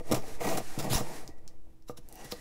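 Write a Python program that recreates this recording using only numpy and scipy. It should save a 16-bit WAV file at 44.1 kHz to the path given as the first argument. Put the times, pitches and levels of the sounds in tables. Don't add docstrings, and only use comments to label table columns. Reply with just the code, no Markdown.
import sys
import numpy as np
from scipy import signal
from scipy.fft import rfft, irfft
from scipy.io import wavfile
from scipy.ndimage import uniform_filter1d

SR = 44100
rng = np.random.default_rng(int(sys.argv[2]) if len(sys.argv) > 2 else 0)


def log_audio(samples):
    frames = np.atleast_2d(samples).T
    limited = np.clip(frames, -1, 1)
    pcm = np.round(limited * 32767).astype(np.int16)
    wavfile.write(sys.argv[1], SR, pcm)


def volts(x):
    e = np.asarray(x, float) / 20
    return 10 ** e


N = 106236
T = np.arange(N) / SR


def unit(x):
    return x / np.sqrt(np.mean(x ** 2))


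def noise():
    return rng.standard_normal(N)


def colour(x, table):
    f, p = np.fft.rfftfreq(N, 1 / SR) + 1, np.array(table)
    db = np.interp(np.log(f), np.log(p[:, 0]), p[:, 1])
    db = db - 12 * np.clip(np.log2(p[0, 0] / f), 0, 9)
    return unit(irfft(rfft(x) * volts(db), N))


def ring(x, hz, t60):
    pole = np.exp((2j * np.pi * hz - np.log(1000) / t60) / SR)
    return signal.lfilter([1], [1, -pole], x).imag


def glide(x, hz, width):
    turn, pole = np.exp(2j * np.pi * np.cumsum(hz) / SR), np.exp(-np.pi * width / SR)
    return unit((signal.lfilter([1], np.poly([pole, pole]), x / turn) * turn).real)


def walk(rate):
    k = int(SR / rate)
    return unit(uniform_filter1d(uniform_filter1d(noise(), k), k))


def grains(rate, spread_db):
    draw, size, sign = rng.random(N), rng.exponential(1, N), noise()
    return unit((draw < rate / SR) * sign * volts(spread_db * np.minimum(size, 4)))


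def effort(column):
    # peak in seconds, rise and fall in seconds per 20 dB, box level in dB, tearing level in dB
    pulls = [(.002, .01, .018, -42, -57), (.088, .008, .05, -36, -56), (.1, .02, .03, -35, -56),
             (.1142, .0012, .01, -30, -31), (.121, .003, .012, -29, -28), (.127, .006, .009, -26, -28),
             (.133, .006, .008, -29, -44), (.1445, .004, .03, -33, -32), (.16, .02, .04, -31, -41),
             (.234, .015, .012, -40, -60), (.275, .04, .06, -44, -53), (.408, .008, .08, -30, -43),
             (.435, .03, .08, -30, -43), (.45, .02, .04, -30, -42), (.471, .008, .07, -30, -39),
             (.495, .03, .07, -29, -39), (.525, .04, .06, -31, -40), (.553, .02, .03, -33, -43),
             (.575, .006, .024, -26, -31), (.778, .012, .05, -34, -60), (.789, .002, .035, -29, -37),
             (.801, .012, .012, -32, -36), (.826, .003, .04, -40, -48), (.846, .02, .03, -35, -45),
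             (.868, .03, .018, -32, -52), (.903, .012, .06, -33, -39), (.92, .02, .06, -30, -35),
             (.937, .02, .06, -29, -32), (.958, .03, .055, -29, -34), (.985, .03, .035, -34, -40),
             (1.008, .03, .014, -37, -48), (1.1, .15, .1, -42, -58), (1.38, .006, .02, -62, -68),
             (2.25, .006, .03, -52, -52), (1.89, .014, .012, -58, -51), (1.903, .006, .02, -60, -54),
             (1.975, .006, .018, -54, -50), (2.322, .018, .016, -47, -43)]
    rounding = .25
    power, t = 0, T[::16]
    for row in pulls:
        u = np.where(t < row[0], (row[0] - t) / row[1], (t - row[0]) / row[2])
        power = power + volts(row[column] - 20 * (np.hypot(u, rounding) - rounding)) ** 2
    return np.interp(T, t, np.sqrt(power))


def drag(column):
    # time in seconds, hiss level in dB, box level in dB
    p = np.array([(0, -74, -75), (.05, -62.5, -50), (.08, -54.5, -46), (0.201, -62, -92),
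                  (0.302, -53, -46.5), (0.351, -56, -56), (0.387, -64.5, -50), (.62, -54, -55),
                  (.74, -51, -46.5), (.88, -53, -39.5), (1.04, -54.5, -47), (1.17, -49, -44.5),
                  (1.26, -62.5, -54.5), (1.36, -84, -59), (1.6, -86, -71.5), (1.85, -95, -79),
                  (2.05, -74.5, -65), (2.209, -56, -46.5), (2.3, -58.5, -53), (2.41, -59, -53)])
    return volts(np.interp(T, p[:, 0], p[:, column]))


def taut(column):
    # time in seconds, ringing in dB against the plain tearing, pitch factor
    p = np.array([(0, -10, 1), (.3, -8, 1), (.4, -16, 1.15), (.56, -15, 1.05), (.62, -7, 1), (.89, -7, .9),
                  (.912, -3, .66), (.935, 1, .95), (.955, -2, 1.03), (.97, -9, 1), (1.1, -9, 1),
                  (2.41, -3, 1)])
    return np.interp(T, p[:, 0], p[:, column])


def box():
    # time in seconds, level in dB, contact in seconds (negative for a pull)
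    taps = [(.114, -23, .0008), (0.1211, -22.5, -.001), (0.1244, -23, -.0006), (0.134, -22, -.0012),
            (0.498, -43, .0005), (.578, -37, .0008), (0.778, -24.5, -.002), (0.908, -13, 0.0051),
            (0.915, -24, .003), (0.923, -24, .003), (1.009, -27, -.002), (1.292, -50, -.0015),
            (1.67, -59.5, .0008), (1.897, -36, 0.0004), (1.903, -58, -.0005), (1.987, -43.5, 0.0015),
            (2.251, -40, .002), (2.324, -36, 0.00046), (2.331, -43, -.0008), (2.405, -55, .001)]
    # pitch in Hz, level when scraped in dB, level when tapped in dB, 60 dB fade in seconds
    modes = [(132.5, 3, 1, 0.077), (221, -2.5, -5.5, 0.058), (294, -2, -0.5, 0.043),
             (354.7, -2, -8.5, 0.061), (419, -3, -24, 0.038), (492.3, -3, 5.5, 0.058),
             (593, -3.5, -0.5, 0.062), (667.7, -4, -9, 0.067), (753.5, -4, -3, 0.058), (896, -5, -3, 0.027),
             (1099, -13, -16, 0.018), (1208, -12, 5.5, 0.04), (2380, -12.5, -24, 0.0046),
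             (1908, -13.5, -32, 0.042)]
    slips_per_s, slip_spread_db, clump_db = 1800, 2.2, 1.6
    box_db, shift_db = -1, 1.3
    board_tilt, board_hz = 0.55, 760
    low_cut_hz = 140.7

    slips = unit(grains(slips_per_s, slip_spread_db) * volts(clump_db * walk(120)))
    force = slips * effort(column=3) * volts(box_db)
    force = force + noise() * volts(2.0 * walk(25)) * drag(column=2)
    push = np.zeros(N)
    for s, db, contact in taps:
        push += volts(db) * np.exp(-((T - s) / contact * 2) ** 2) / (contact * SR)

    scale = np.sqrt(sum(volts(row[1]) ** 2 for row in modes) * SR / np.log(1000) / 4)
    out, taut_db = 0, taut(column=1)
    for k, (hz, scraped_db, tapped_db, t60) in enumerate(modes):
        favour_db = -board_tilt * (taut_db + 8.0) * min(hz / board_hz, 1) ** 2
        scraped = force * volts(scraped_db + favour_db + shift_db * walk(8.4)) / scale / np.sqrt(t60)
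        out = out + ring((-1) ** k * scraped + push * volts(tapped_db), hz, t60)
    return signal.sosfilt(signal.butter(3, low_cut_hz, "high", fs=SR, output="sos"), out)


def tearing():
    # pitch in Hz, level in dB per Hz
    tear_colour = [(590, -37), (1000, -1), (1550, -7), (1930, -9.5), (2930, -10), (5680, -11.5),
                   (7850, -10), (11200, -15.5), (15900, -13)]
    # pitch in Hz, level in dB per Hz
    rub_colour = [(530, -33), (900, -6), (1530, -3.5), (1750, -1.5), (1950, -4.5), (3070, -9.5), (5820, -7),
                  (11400, -11), (16000, -21.5)]
    # pitch in Hz, width in Hz, level in dB,
    # share of the pitch change from 0 to 1
    resonances = [(2800, 300, -12, .5), (3900, 600, -7, .5), (5600, 1200, 0, 1), (7200, 900, -6, .3),
                  (10800, 1800, -3, 0)]
    # time in seconds, level in dB
    squeak = [(0, -93), (.3, -68), (1.0, -79), (1.2, -67), (1.33, -70), (1.43, -81), (1.57, -82),
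              (1.62, -100), (2.05, -100), (2.15, -70), (2.25, -65), (2.3, -56), (2.35, -64), (2.41, -62)]
    # pitch in Hz, width in Hz, level in dB
    flap_bands = [(757, 110, -56), (2810, 240, -66.5), (5900, 440, -63)]
    fibres_per_s, fibre_spread_db, fibre_clump_db = 20000, 1.5, .9
    tear_db, patch_db = -1.5, 2.5
    squeak_hz, squeak_width_hz = 1935, 45
    flap_s, flap_span_s = 2.21, 0.086

    snaps = grains(fibres_per_s, fibre_spread_db) * volts(fibre_clump_db * walk(150))
    pitch = taut(column=2)
    tape = 0
    for hz, width, db, share in resonances:
        tape = tape + volts(db + patch_db * walk(60)) * glide(snaps, hz * pitch ** share, 1.5 * width)
    tape = unit(tape) * volts(taut(column=1))
    torn = (colour(snaps, tear_colour) + tape) * effort(column=4) * volts(tear_db)

    rub = colour(noise(), rub_colour) * volts(0.7 * walk(30))
    rub = (rub + volts(-37.5) * tape) * drag(column=1) * volts(1.3)

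    rough = unit(ring(noise(), squeak_hz, 2.2 / squeak_width_hz))
    pure = np.sin(2 * np.pi * np.cumsum(squeak_hz * (1 + .004 * walk(12))) / SR)
    sing_db = np.interp(T, *np.array(squeak).T) + 1.5 * walk(17)
    sing = (.8 * rough + .8 * pure) * volts(sing_db)

    flap = sum(volts(db) * glide(noise(), hz + 0 * T, width) for hz, width, db in flap_bands)
    flap = flap * np.exp(-((T - flap_s) / flap_span_s) ** 2)
    return torn + rub + sing + flap


def ticks():
    # time in seconds, peak in dB, pitch in Hz, wide snap in dB
    tape_ticks = [(0.223, -40, 4600, -6), (0.2832, -36.5, 7300, -6), (0.47, -31, 4900, -10),
                  (0.4893, -28, 5060, -14), (0.5744, -24, 9900, 1), (.8255, -35, 9000, 14),
                  (1.2775, -33, 5670, -12), (1.478, -36.5, 5300, -18), (1.824, -54, 5450, -11),
                  (2.088, -36.5, 11600, -2), (2.1263, -35, 10600, 0), (2.1427, -47, 11500, -6),
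                  (2.1563, -31.5, 5700, 4), (2.1898, -48, 6200, -6), (2.246, -34, 6130, 8),
                  (2.2805, -49, 4660, 3), (2.3219, -22.5, 4600, -8)]
    width, snap_s, fizz_db, fizz_s = 0.22, 0.00024, -17.5, 0.015
    bright = signal.butter(3, 4200, "high", fs=SR, output="sos")
    out, age = np.zeros(N), T[:SR // 8]
    for s, db, hz, wide_db in tape_ticks:
        fade = np.exp(-age / snap_s) + volts(fizz_db) * np.exp(-age / fizz_s)
        burst = rng.standard_normal(len(age)) * fade
        burst[0] = 4
        edges = [hz / (1 + width), min(hz * (1 + width), 16000)]
        pitched = signal.sosfilt(signal.butter(1, edges, "band", fs=SR, output="sos"), burst)
        burst = pitched + volts(wide_db - 4) * signal.sosfilt(bright, burst)
        k = int(s * SR)
        out[k:k + len(age)] += (volts(db + 4.0) * burst / np.abs(burst).max())[:N - k]
    return out


def worktop():
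    # time in seconds, pressure
    p = np.array([(0, -0.023), (0.084, 0.043), (0.213, -0.045), (0.369, 0.042), (.53, -0.05),
                  (0.702, 0.043), (.8, -0.03), (.9, 0.029), (1.05, 0.037), (1.21, -0.023), (1.311, 0.0088),
                  (1.37, -0.024), (1.466, 0.019), (1.588, -0.021), (1.749, 0.0036), (1.98, 0.0071),
                  (2.12, -0.0034), (2.41, .001)])
    # time in seconds, level in dB, pitch in Hz, 60 dB fade in seconds
    knocks = [
        (.59, -46, 70, .1),
        (.81, -46, 70, .1),
        (1.296, -45, 70, .1),
        (1.2905, -35, 330, .022),
        (1.671, -47, 500, .008),
        (1.38, -56, 1400, .004),
        (1.897, -42, 2000, .004),
    ]
    jolt_s, jolt_size, jolt_back_s, jolt_edge_s = .955, -0.14, 0.02, 0.00031
    shiver_db, shiver_hz, shiver_from_s = -54, 17, 1.97

    place = np.interp(T, p[:, 0], np.arange(len(p)))
    k = np.minimum(place.astype(int), len(p) - 2)
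    sway = p[k, 1] + (p[k + 1, 1] - p[k, 1]) * (1 - np.cos(np.pi * (place - k))) / 2

    age = np.maximum(T - jolt_s, 0)
    jolt = jolt_size * (1 - np.exp(-age / jolt_edge_s)) * np.exp(-age / jolt_back_s)

    bumps = 0
    for s, db, hz, t60 in knocks:
        fade = volts(-60 * np.maximum(T - s, 0) / t60) * (T > s)
        bumps = bumps + volts(db) * np.sin(2 * np.pi * hz * (T - s)) * fade

    shiver = volts(shiver_db) * unit(ring(noise(), shiver_hz, 0.27))
    shiver = shiver * (1.2 + np.clip((T - shiver_from_s) * 10, 0, 1))
    return sway + jolt + bumps + shiver


def kitchen():
    # pitch in Hz, level in dB per Hz
    air_colour = [(25, 5), (60, 2), (120, -7), (300, -13.5), (700, -21.5), (1500, -33.5), (5000, -38),
                  (16000, -41)]
    # pitch in Hz, level in dB
    hum_tones = [(323.0, -67.5)]
    air_db = -58.5
    hum = 0
    for hz, db in hum_tones:
        tone = np.sin(2 * np.pi * hz * T + 0.4 * walk(6))
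        hum = hum + volts(db + 2 + 0.4 * walk(3.9)) * tone
    return volts(air_db + 2.6 * walk(8.3)) * colour(noise(), air_colour) + hum


def room(near):
    t60, level_db, top_hz = 0.27, -18, 5170
    t = T[:SR // 2]
    tail = rng.standard_normal(len(t)) * volts(-60 * t / t60) * (t > .003)
    tail = signal.lfilter(*signal.butter(1, top_hz, fs=SR), tail)
    return volts(level_db) * signal.fftconvolve(near, tail / np.sqrt(np.sum(tail ** 2)))[:N]


def scene():
    near = box() + tearing() + ticks()
    return (near + room(near) + worktop() + kitchen())[None]


def roll_off(x):
    return signal.sosfilt(signal.butter(12, 16510, fs=SR, output="sos"), x)


def record(dry):
    mix = signal.sosfilt(signal.ellip(8, .2, 30, 15700, fs=SR, output="sos"), dry)
    return roll_off(mix)


dry = scene()
out = record(dry)
log_audio(out)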